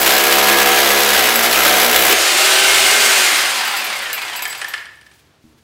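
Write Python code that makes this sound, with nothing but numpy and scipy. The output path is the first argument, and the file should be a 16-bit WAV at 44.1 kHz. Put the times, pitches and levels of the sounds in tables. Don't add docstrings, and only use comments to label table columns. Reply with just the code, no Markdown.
import sys
import numpy as np
from scipy import signal
from scipy.fft import rfft, irfft, next_fast_len
from scipy.io import wavfile
from scipy.ndimage import uniform_filter1d

SR = 44100
rng = np.random.default_rng(int(sys.argv[2]) if len(sys.argv) > 2 else 0)


def magnitude_from_level(level_db):
    exponent = np.asarray(level_db, float) / 20
    return 10 ** exponent


def transcribe(u):
    v = np.clip(np.atleast_2d(u).T, -1, 1)
    q = np.round(v * 32767).astype(np.int16)
    wavfile.write(sys.argv[1], SR, q)


N = 248503

FIRST_BIND_S, THROUGH_S = 1.15, 2.13
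RELEASE_S, STALL_S = 3.2, 4.78
LET_GO_S = 0.022
CASE_LOW_HZ = 600


def rms_one(x):
    return x / np.sqrt(np.mean(x ** 2) + 1e-20)


def after(start_s):
    return np.maximum(np.arange(N) / SR - start_s, 0)


def ramp(start_s, length_s):
    return np.clip(after(start_s) / length_s, 0, 1)


def spell(start_s, end_s):
    edge_s = .04
    return ramp(start_s, edge_s) * (1 - ramp(end_s - edge_s, edge_s))


def in_time(rows):
    s, *columns = np.transpose(rows)
    return [np.interp(np.arange(N) / SR, s, c) for c in columns]


def drift(rate):
    r = np.exp(-64 * np.pi * rate / SR)
    slow = signal.lfilter([1], [1, -2 * r, r * r], rng.standard_normal(N // 32 + 2002))[2000:]
    return np.interp(np.arange(N) / 32, np.arange(len(slow)), rms_one(slow))


def coloured(spectrum):
    hz, db = np.transpose(spectrum)
    size = next_fast_len(N)
    grid = np.maximum(np.arange(size // 2 + 1) * SR / size, 1)
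    shape_db = np.interp(np.log(grid), np.log(hz), db, left=-70, right=-70)
    return rms_one(irfft(rfft(rng.standard_normal(size)) * magnitude_from_level(shape_db), size)[:N])


def ring(clicks, hz, t60):
    r, w = magnitude_from_level(-60 / (t60 * SR)), 2 * np.pi * hz / SR
    return signal.lfilter([0, np.sin(w)], [1, -2 * r * np.cos(w), r * r], clicks + 1e-18)


def fade(clicks, t60):
    return signal.lfilter([1], [1, -magnitude_from_level(-60 / (t60 * SR))], clicks + 1e-18)


def clicks_at(seconds, db):
    out = np.zeros(N)
    out[np.round(np.asarray(seconds) * SR).astype(int)] = magnitude_from_level(db)
    return out


def swelling(x, t60):
    swell = magnitude_from_level(-60 / (t60 * SR))
    return signal.lfilter([1 - swell], [1, -swell], x)


def jarring(seconds, db, t60):
    return swelling(fade(clicks_at(seconds, db), t60), .006) * rng.standard_normal(N)


def highpass(x, order, hz):
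    return signal.sosfilt(signal.butter(order, hz, "high", fs=SR, output="sos"), x)


# time_s, crank_turns_hz
SPEED = [(0, 65), (.19, 68.8), (1.12, 69.7), (1.3, 58.9), (1.45, 57.1), (1.59, 66.4), (1.75, 67.8),
         (1.87, 59.9), (1.92, 61.5), (2.01, 66.6), (2.16, 67.6), (2.27, 74.5), (2.38, 78), (2.5, 80.6),
         (2.75, 82.3), (3.0, 81.5), (3.18, 80.9), (3.39, 66.3)]


def speed():
    last_s, last_hz = SPEED[-1]
    drag_hz = 44
    angle = np.arctan(last_hz / drag_hz) - .623 * after(last_s)
    coast = drag_hz * np.tan(np.maximum(angle, .02))
    return np.where(after(last_s) > 0, coast, in_time(SPEED)[0])


def crank():
    return np.cumsum(speed() * (1 + .002 * drift(15))) / SR


def loudness(db, power):
    return magnitude_from_level(db - 135 * after(STALL_S)) * (speed() / 82) ** power


def wavering(cycles, orders, wobble, flicker):
    n = len(cycles)
    total = 0
    for k, db in orders:
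        level = magnitude_from_level(db) * (1 + flicker * drift(7)[:n]) * np.sqrt(2)
        total = total + level * np.sin(2 * np.pi * k * cycles + wobble * drift(12)[:n] + 7 * rng.random())
    return total


# pitch_hz, level_db per Hz
QUIET = [(35, -57.5), (60, -24.5), (108, -8.5), (154, -13.5), (190, -19.5), (290, -17), (615, -22.5),
         (4030, -32), (14700, -48), (16500, -53)]


def floor():
    again_s = 5.44
    moving = np.clip(1 - after(5.22) / 0.12, .12, 1)
    moving = moving + 0.58 * ramp(again_s - .04, 0.032) * magnitude_from_level(-25 * after(again_s))
    rustle = (after(4.9) > 0) * moving * magnitude_from_level(-59 + 2.0 * drift(24))
    rustle = rustle * coloured([(1500, -1), (4000, 0.5), (16000, -9.5)])
    return magnitude_from_level(-56 + 1.0 * drift(5)) * coloured(QUIET) + rustle


def boom(turns):
    boom_hz, t60_s, width_hz = 66.6, 0.51, 4
    noise = rms_one(ring(ring(rng.standard_normal(N), boom_hz, t60_s), boom_hz, t60_s))
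    near = 1 / (1 + ((speed() - boom_hz) / width_hz) ** 2) ** .5
    driven_gain = magnitude_from_level(-43.5 + 1.5 * drift(4) - 33 * after(THROUGH_S))
    driven = driven_gain * near * 1.42 * np.sin(2 * np.pi * turns)
    return driven + np.hypot(loudness(-52, 3.0), magnitude_from_level(-66)) * noise


# start_s, peak_db
THUD = [
    (5.441, -37),
]
# pitch_hz, level_db, t60_s
BOARDS = [(75, -9, 0.46), (146, -5, 0.36), (235, 2, 0.56), (315, 2, .15)]


def footfall():
    step = clicks_at(*np.transpose(THUD))
    shake = step + magnitude_from_level(-30) * fade(step, 0.63) * rng.standard_normal(N)
    return sum(magnitude_from_level(db - 13.0) * ring(shake, hz, t60) for hz, db, t60 in BOARDS)


# start_s, peak_db, brightness_db
CLACKS = [(3.9, -9.5, -16), (3.989, -23, -2), (4.129, -13, -18), (4.392, -8, -25), (4.453, -3.5, -19),
          (4.527, -8, -22), (4.615, -3.5, -20.5), (4.644, -9, -22), (4.737, -2.5, -26), (4.778, -14.5, -38),
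          (4.855, -18.5, -25), (4.956, -38, -12), (5.012, -29, -20), (5.064, -28.5, -22),
          (5.1134, -30.5, -19)]
# pitch_hz, level_db, t60_s
CASE = [(820, -8, .1), (1330, -9, .07), (1690, -1, .1), (1770, 0, .1), (2250, -6, .05), (2900, -5, .06),
        (3150, -5, .1), (4150, -10, .04), (5000, -14, .04)]


def clacks():
    s, db, bright_db = np.transpose(CLACKS)
    chance = rng.normal(0, 2, (len(s), len(CASE)))
    body = 0
    for k, (hz, mode_db, t60) in enumerate(CASE):
        jar = jarring(s, db - 33.5 + mode_db + chance[:, k], 0.064)
        body = body + ring(jar, hz, .24 * t60)
    puff = uniform_filter1d(fade(clicks_at(s + 0.00057, db - 10.5), 0.026), size=90)
    puff = puff * coloured([(900, -9), (2000, 1.5), (6000, -7.5)])
    crack = fade(clicks_at(s, db + bright_db), 0.048) * coloured([(5500, -7), (8500, 4), (11000, -1)])
    return highpass(body + puff, 4, CASE_LOW_HZ) + crack


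# start_s, peak_db, struck_near_tip_db
RATTLE = [(3.6516, -16, 0), (3.674, -16, -11), (3.7181, -22, -16), (3.7428, -23, -14), (3.7666, -12, -4),
          (3.7918, -20, -11), (3.8432, -13, -21), (3.9275, -28, -6), (3.9589, -20, -12), (4.0217, -24, -4),
          (4.13, -6, -16), (4.2158, -21, 1), (4.361, -14.5, -2), (4.4215, -11.5, -2), (4.4761, -17, -7),
          (4.498, -23.5, 8), (4.575, -24, -1), (4.6149, -39.5, -13), (4.6473, -41, -3), (4.684, -19, -10)]
# pitch_hz, level_db, t60_s
BIT = [(4850, -11, .12), (7570, -10, .08), (7910, -10, .11), (9100, -14, .03), (11250, -5, .04),
       (11450, -1, .1), (11750, -2, .07), (12100, -3, .03), (12650, -5, .03), (15000, -4, .03),
       (15250, -1, .05), (15550, -3, .04)]


def rattle():
    s, db, low_db = np.transpose(RATTLE)
    chance = rng.normal(0, 1.5, (len(s), len(BIT)))
    out = 0
    for k, (hz, mode_db, t60) in enumerate(BIT):
        share_db = 0
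        if hz < 10000:
            share_db = low_db + 8.5 + 3 * (hz < 5000)
        elif hz > 14000:
            share_db = -2
        jar = jarring(s, db - 32.5 + mode_db + share_db + chance[:, k], 0.12)
        out = out + ring(jar, hz, t60 / 2)
    return out + fade(clicks_at(s, db - 4.5), 0.019) * coloured([(4000, 4), (12000, -3), (16500, 6)])


# start_s, peak_db
PISTON = [(3.584, -16), (3.607, -13), (3.629, -33), (3.65, -21), (3.696, -32), (3.71, -16.5), (3.735, -15),
          (3.76, -21), (3.783, -32), (3.811, -25), (3.84, -32), (3.865, -16), (3.926, -16), (3.951, -18),
          (4.019, -25), (4.03, -32), (4.054, -24), (4.098, -18), (4.177, -16.5), (4.216, -17), (4.248, -19),
          (4.279, -19), (4.296, -21), (4.331, -19), (4.351, -17), (4.42, -18), (4.548, -19.5), (4.59, -29),
          (4.677, -24), (4.7, -35), (4.763, -33), (4.802, -38)]
# pitch_hz, level_db per Hz
KNOCK = [(500, -22), (800, 11), (1350, 5), (2800, 8), (5000, -3), (9000, -6), (16000, -22)]


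def piston():
    return swelling(fade(clicks_at(*np.transpose(PISTON)), 0.055), .012) * coloured(KNOCK)


# pitch_hz, level_db, t60_s
FLUTES = [(737, -11, .05), (1150, -12, 0.083), (1546, 1, 0.064), (2120, 5.5, .03), (2470, -2, 0.023),
          (2770, -4, 0.044)]


def scraping():
    grit = rng.standard_normal(N)
    flutes = 0
    for hz, db, t60 in FLUTES:
        flutes = flutes + magnitude_from_level(db + 4.7 * drift(14.0)) * ring(grit, hz, t60) / np.sqrt(t60)
    song = magnitude_from_level(-44) * spell(THROUGH_S, RELEASE_S) * rms_one(ring(grit, 15480, .1))
    return magnitude_from_level(-21) * spell(2.6, 3.42) * rms_one(flutes) + song


def line_gain(loaded_db, free_db, sag_db, drop_db, power):
    settled_s = 2.48
    freed = 1 - np.exp(-after(THROUGH_S) / .11)
    sag_s = np.minimum(after(settled_s), RELEASE_S - settled_s)
    db = loaded_db + (free_db - loaded_db) * freed - sag_db * sag_s - drop_db * after(RELEASE_S)
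    return loudness(db, power)


# multiple_of_armature, level_db
HUM = [(1, 0), (2, -8)]
MESH = [(4, 0)]
CRANK_GEAR = [(1.67, 3), (2.11, 0), (3.42, 1), (6.97, -4), (7.18, 4.5), (7.39, -5), (7.6, -3), (8.7, -6),
              (10, -4)]
BARS = [(18, -4), (20, 0), (22, -1)]
# time_s, level_db
MESH_SLACK = [(0, 0), (2.38, -5), (2.45, 1), (2.8, 3), (3.03, 3), (3.12, -4), (3.38, -4), (3.5, 2),
              (3.7, 1), (4.12, -1), (4.28, -10)]
# multiple_of_armature, start_s, end_s, level_db
TEETH = [(6.85, 3.5, 3.7, -2), (6.85, 3.7, 3.84, 3), (28.1, 3.3, 3.6, -6), (13.8, 3.62, 3.88, 1),
         (14.2, 3.84, 4.17, 1), (13.75, 3.95, 4.2, -5), (23.85, 3.74, 3.9, -4), (23.85, 3.88, 4.02, -8),
         (23.85, 4.0, 4.28, -2), (21.1, 4.12, 4.38, -3), (35.4, 4.26, 4.48, -4), (32.9, 4.34, 4.55, -9),
         (10.4, 3.65, 3.9, -6), (20, .68, 1.16, -1), (20, 1.55, 2.0, -1), (20, 2.11, 2.32, 2),
         (22, 2.5, 3.0, 1), (20, 3.02, 3.32, 2), (18, 3.0, 3.2, 1), (8.0, 2.36, 2.8, 5), (7.5, 2.7, 3.0, 3),
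         (6.7, 3.1, 3.4, 3)]


def whine(turns):
    spin = 4.74 * turns
    hum = line_gain(-60, -29, 6, 55, 1) * wavering(spin, HUM, .4, .2)
    mesh = line_gain(-38, -25, 8, 0, .9) * wavering(spin, MESH, .5, .2)
    crank_gear = line_gain(-70, -27.5, 20, 60, 1) * wavering(spin, CRANK_GEAR, .75, .2)
    bars = line_gain(-40, -32.5, 0, 30, 1) * wavering(spin, BARS, 1.1, .2)
    meshes = mesh * magnitude_from_level(in_time(MESH_SLACK)[0]) + crank_gear + bars
    teeth = np.zeros(N)
    for k, start, end, db in TEETH:
        span = slice(round(start * SR), round(end * SR))
        teeth[span] += spell(start, end)[span] * wavering(spin[span], [(k, -33.5 + db)], 2.2, .35)
    teeth = teeth * (1 + .4 * np.cos(2 * np.pi * turns))
    return hum + teeth + highpass(meshes, 4, CASE_LOW_HZ)


# pitch_hz, level_db per Hz
GEARS = [(350, -23.5), (600, -16.5), (638, -13.5), (685, -3.5), (1040, -1), (1580, 3), (2330, 2),
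         (2710, 1.5), (3670, -3.5), (5000, -3.5), (6500, -35), (11000, -120)]
# pitch_hz, level_db per Hz
FAN = [(2060, 0), (3500, 1), (7820, -2.5), (8570, -2), (15200, -12), (16200, -22.5), (16500, -64.5)]
# pitch_hz, level_db per Hz
HOUSING = [(24, -68), (40, -68.5), (70, -5.5), (108, -22.5), (178, -79), (223, -22), (272, -16.5),
           (392, 6.5), (444, 5), (638, 8), (800, -1), (1040, -37), (1760, -120)]
# pitch_hz, level_db, t60_s
ROOM_MODES = [(244.6, -4, 0.25), (339.4, 0.5, 0.3)]


def motor(turns):
    throb = 1 + .21 * np.cos(2 * np.pi * turns) + 0.049 * np.cos(2 * np.pi * turns / 4.2)
    teeth = rng.standard_normal(N)
    case = 0
    for hz, db, t60 in CASE:
        case = case + magnitude_from_level(db / 2 + 3.0 * drift(4)) * ring(teeth, hz, .3 * t60) / np.sqrt(t60)
    growl = (coloured(GEARS) + magnitude_from_level(-11.5) * rms_one(case)) * throb * magnitude_from_level(0.47 * drift(11.0))
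    growl = loudness(-14.5, 1.21) * growl

    blades_and_bearings = np.hypot(loudness(-12, 2.53), loudness(-27, 0.59))
    hiss = blades_and_bearings * magnitude_from_level(0.93 * drift(27)) * coloured(FAN)

    hum = rms_one(sum(magnitude_from_level(db) * ring(teeth, hz, t60) for hz, db, t60 in ROOM_MODES))
    current_db = 6 * (1 - ramp(RELEASE_S - .1, 0.185))
    cave_in_db = 11 * np.exp(-after(THROUGH_S) / 0.025)
    linger_db = 66 * np.minimum(after(STALL_S), .18)
    rumble_gain = loudness(-34, .85) * magnitude_from_level(current_db + cave_in_db + 1.0 * drift(9) + linger_db)
    rumble = rumble_gain * (coloured(HOUSING) + magnitude_from_level(-9.5) * hum)

    coast_hum = loudness(-47.5, 0.98) * ramp(RELEASE_S, .2) * rms_one(ring(teeth, 231.2, 0.44))
    return ramp(THROUGH_S - .04, LET_GO_S) * (growl + hiss + rumble + coast_hum)


# time_s, level_db
PUSH = [
    (0, -1),
    (.4, -1),
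    (1.0, -0.5),
    (1.45, -1.5),
    (1.65, 1),
    (1.9, -0.5),
    (2.13, -0.5),
]


def contact():
    return magnitude_from_level(in_time(PUSH)[0]) * (1 - ramp(THROUGH_S, LET_GO_S)) ** 2


# pitch_hz, level_db
WALL_TONE = [(60, -11.5), (140, -23), (207, -9), (232, -0.5), (277, -18.5), (335, -7.5), (410, -2),
             (484, 0), (555, -5.5), (625, -2.5), (695, -1.5), (762, 2.5), (830, -12.5), (970, -4.5),
             (1100, -11), (1315, -5), (1450, -26), (1665, 0.5), (1850, -22), (2080, -9.5)]


def blow_tones(turns):
    hz, db = np.transpose(WALL_TONE)
    turns = turns[:round((THROUGH_S + LET_GO_S) * SR)]
    rate = np.gradient(turns) * SR
    bound = after(FIRST_BIND_S)[:len(turns)] > 0
    tones = 0
    for k in range(2, 31):
        wobble = .15 + .012 * k * bound
        tones = tones + magnitude_from_level(np.interp(k * rate, hz, db)) * wavering(turns, [(k, 0)], wobble, .2)
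    gain = magnitude_from_level(-27 - 2.5 * ramp(FIRST_BIND_S, 0.13) + 1.0 * drift(1.3))
    return gain * contact() * np.pad(tones, (0, N - len(turns)))


# pitch_hz, width_hz, level_db
WALL = [(230, 62, -7.5), (345.5, 20, 6), (533, 43, -22.5), (680, 130, 7), (1302, 74, 9.5), (1990, 300, -11)]
# pitch_hz, level_db per Hz
BRICK = [(88, -53), (150, -49.5), (210, -29.5), (293, -28), (479, -4.5), (1050, -4.5), (2130, -1),
         (6500, -9), (9500, -11), (11800, -8), (13800, -12.5), (15600, -12), (16500, -43)]
# pitch_hz, level_db per Hz
GRIT = [(1400, -8), (2050, -5), (3000, 1.5), (4500, -4), (7000, -9.5)]
# pitch_hz, level_db, t60_s
CRACK = [(1500, -3, .012), (2060, 0, .02), (2900, -1, .01), (3900, -4, .012), (5200, -6, .012)]
# time_s, level_db
SHANK = [(0.0, -13.5), (0.07, -23), (0.93, -28), (1.34, -24.5), (1.36, -17.5), (1.4, -27), (1.66, -24.5),
         (1.7, -28.5), (2.13, -19.5)]


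def hammering(turns):
    blows = np.diff(np.floor(turns), prepend=0) * (1 + .2 * rng.standard_normal(N))
    rebounds = (rng.random(N) < 700 / SR) * magnitude_from_level(-13.0 + 7.2 * rng.standard_normal(N))
    rebounds = rebounds * rng.choice([-1, 1], N)

    shove = blows * np.tanh(rng.standard_normal(N)) + rebounds
    wall = sum(magnitude_from_level(db) * np.sqrt(width) * ring(shove, hz, 2.5 / width) for hz, width, db in WALL)
    wall_db = -26.5 + 2 * ramp(FIRST_BIND_S, .1) + 2.0 * drift(5.6)

    crush = coloured(BRICK) * (.85 + fade(blows, .025)) * magnitude_from_level(1.2 * drift(25))
    brick_db = -12 + 1.2 * drift(48)
    grit = rms_one(coloured(GRIT) * (.5 + fade(blows, 0.089)))
    grit_db = -20.5 - 2 * ramp(FIRST_BIND_S + 0.035, .1)
    crack = rms_one(sum(magnitude_from_level(db) * ring(blows, hz, t60) for hz, db, t60 in CRACK))

    chatter = 0.23 + fade(blows, 0.017)
    steel = 0
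    for hz, db, t60 in BIT:
        jar = chatter * rng.standard_normal(N)
        steel = steel + magnitude_from_level(db + 1.7 * drift(11.0)) * ring(jar, hz, .42 * t60)
    steel_db = -18.4 + in_time(SHANK)[0] - np.mean(SHANK, axis=0)[1] + .7 * drift(8.0)

    brick = magnitude_from_level(brick_db) * rms_one(crush) + magnitude_from_level(grit_db) * grit
    return contact() * (magnitude_from_level(wall_db) * rms_one(wall) + brick + magnitude_from_level(-24.5) * crack
                        + magnitude_from_level(steel_db) * rms_one(steel))


def room(x):
    t60_s, tail_db, wall_cut_hz = 0.67, -1, 2460
    t = np.arange(SR) / SR
    tail = rng.standard_normal(SR) * magnitude_from_level(-60 * t / t60_s) * (t > .005)
    dull = np.exp(-2 * np.pi * wall_cut_hz / SR)
    tail = signal.lfilter([1 - dull], [1, -dull], tail / np.sqrt(np.sum(tail ** 2)))
    return x + magnitude_from_level(tail_db) * signal.fftconvolve(x, tail)[:N]


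def scene():
    turns = crank()
    loose_parts = clacks() + rattle() + piston() + scraping()
    drill = magnitude_from_level(-2.5) * room(loose_parts + motor(turns) + hammering(turns))
    drill = highpass(drill, 8, 228.7)
    mono = floor() + boom(turns) + footfall() + whine(turns) + blow_tones(turns) + drill
    return np.array([mono, mono])


def roll_off(x):
    return signal.sosfilt(signal.butter(12, 16850, fs=SR, output="sos"), x)


def record(dry):
    soft = .95 * dry / np.sqrt(np.sqrt(.95 ** 4 + (dry * dry) ** 2))
    cut = signal.sosfilt(signal.ellip(10, .5, 70, 15780, fs=SR, output="sos"), soft)
    return roll_off(cut)


dry = scene()
out = record(dry)
transcribe(out)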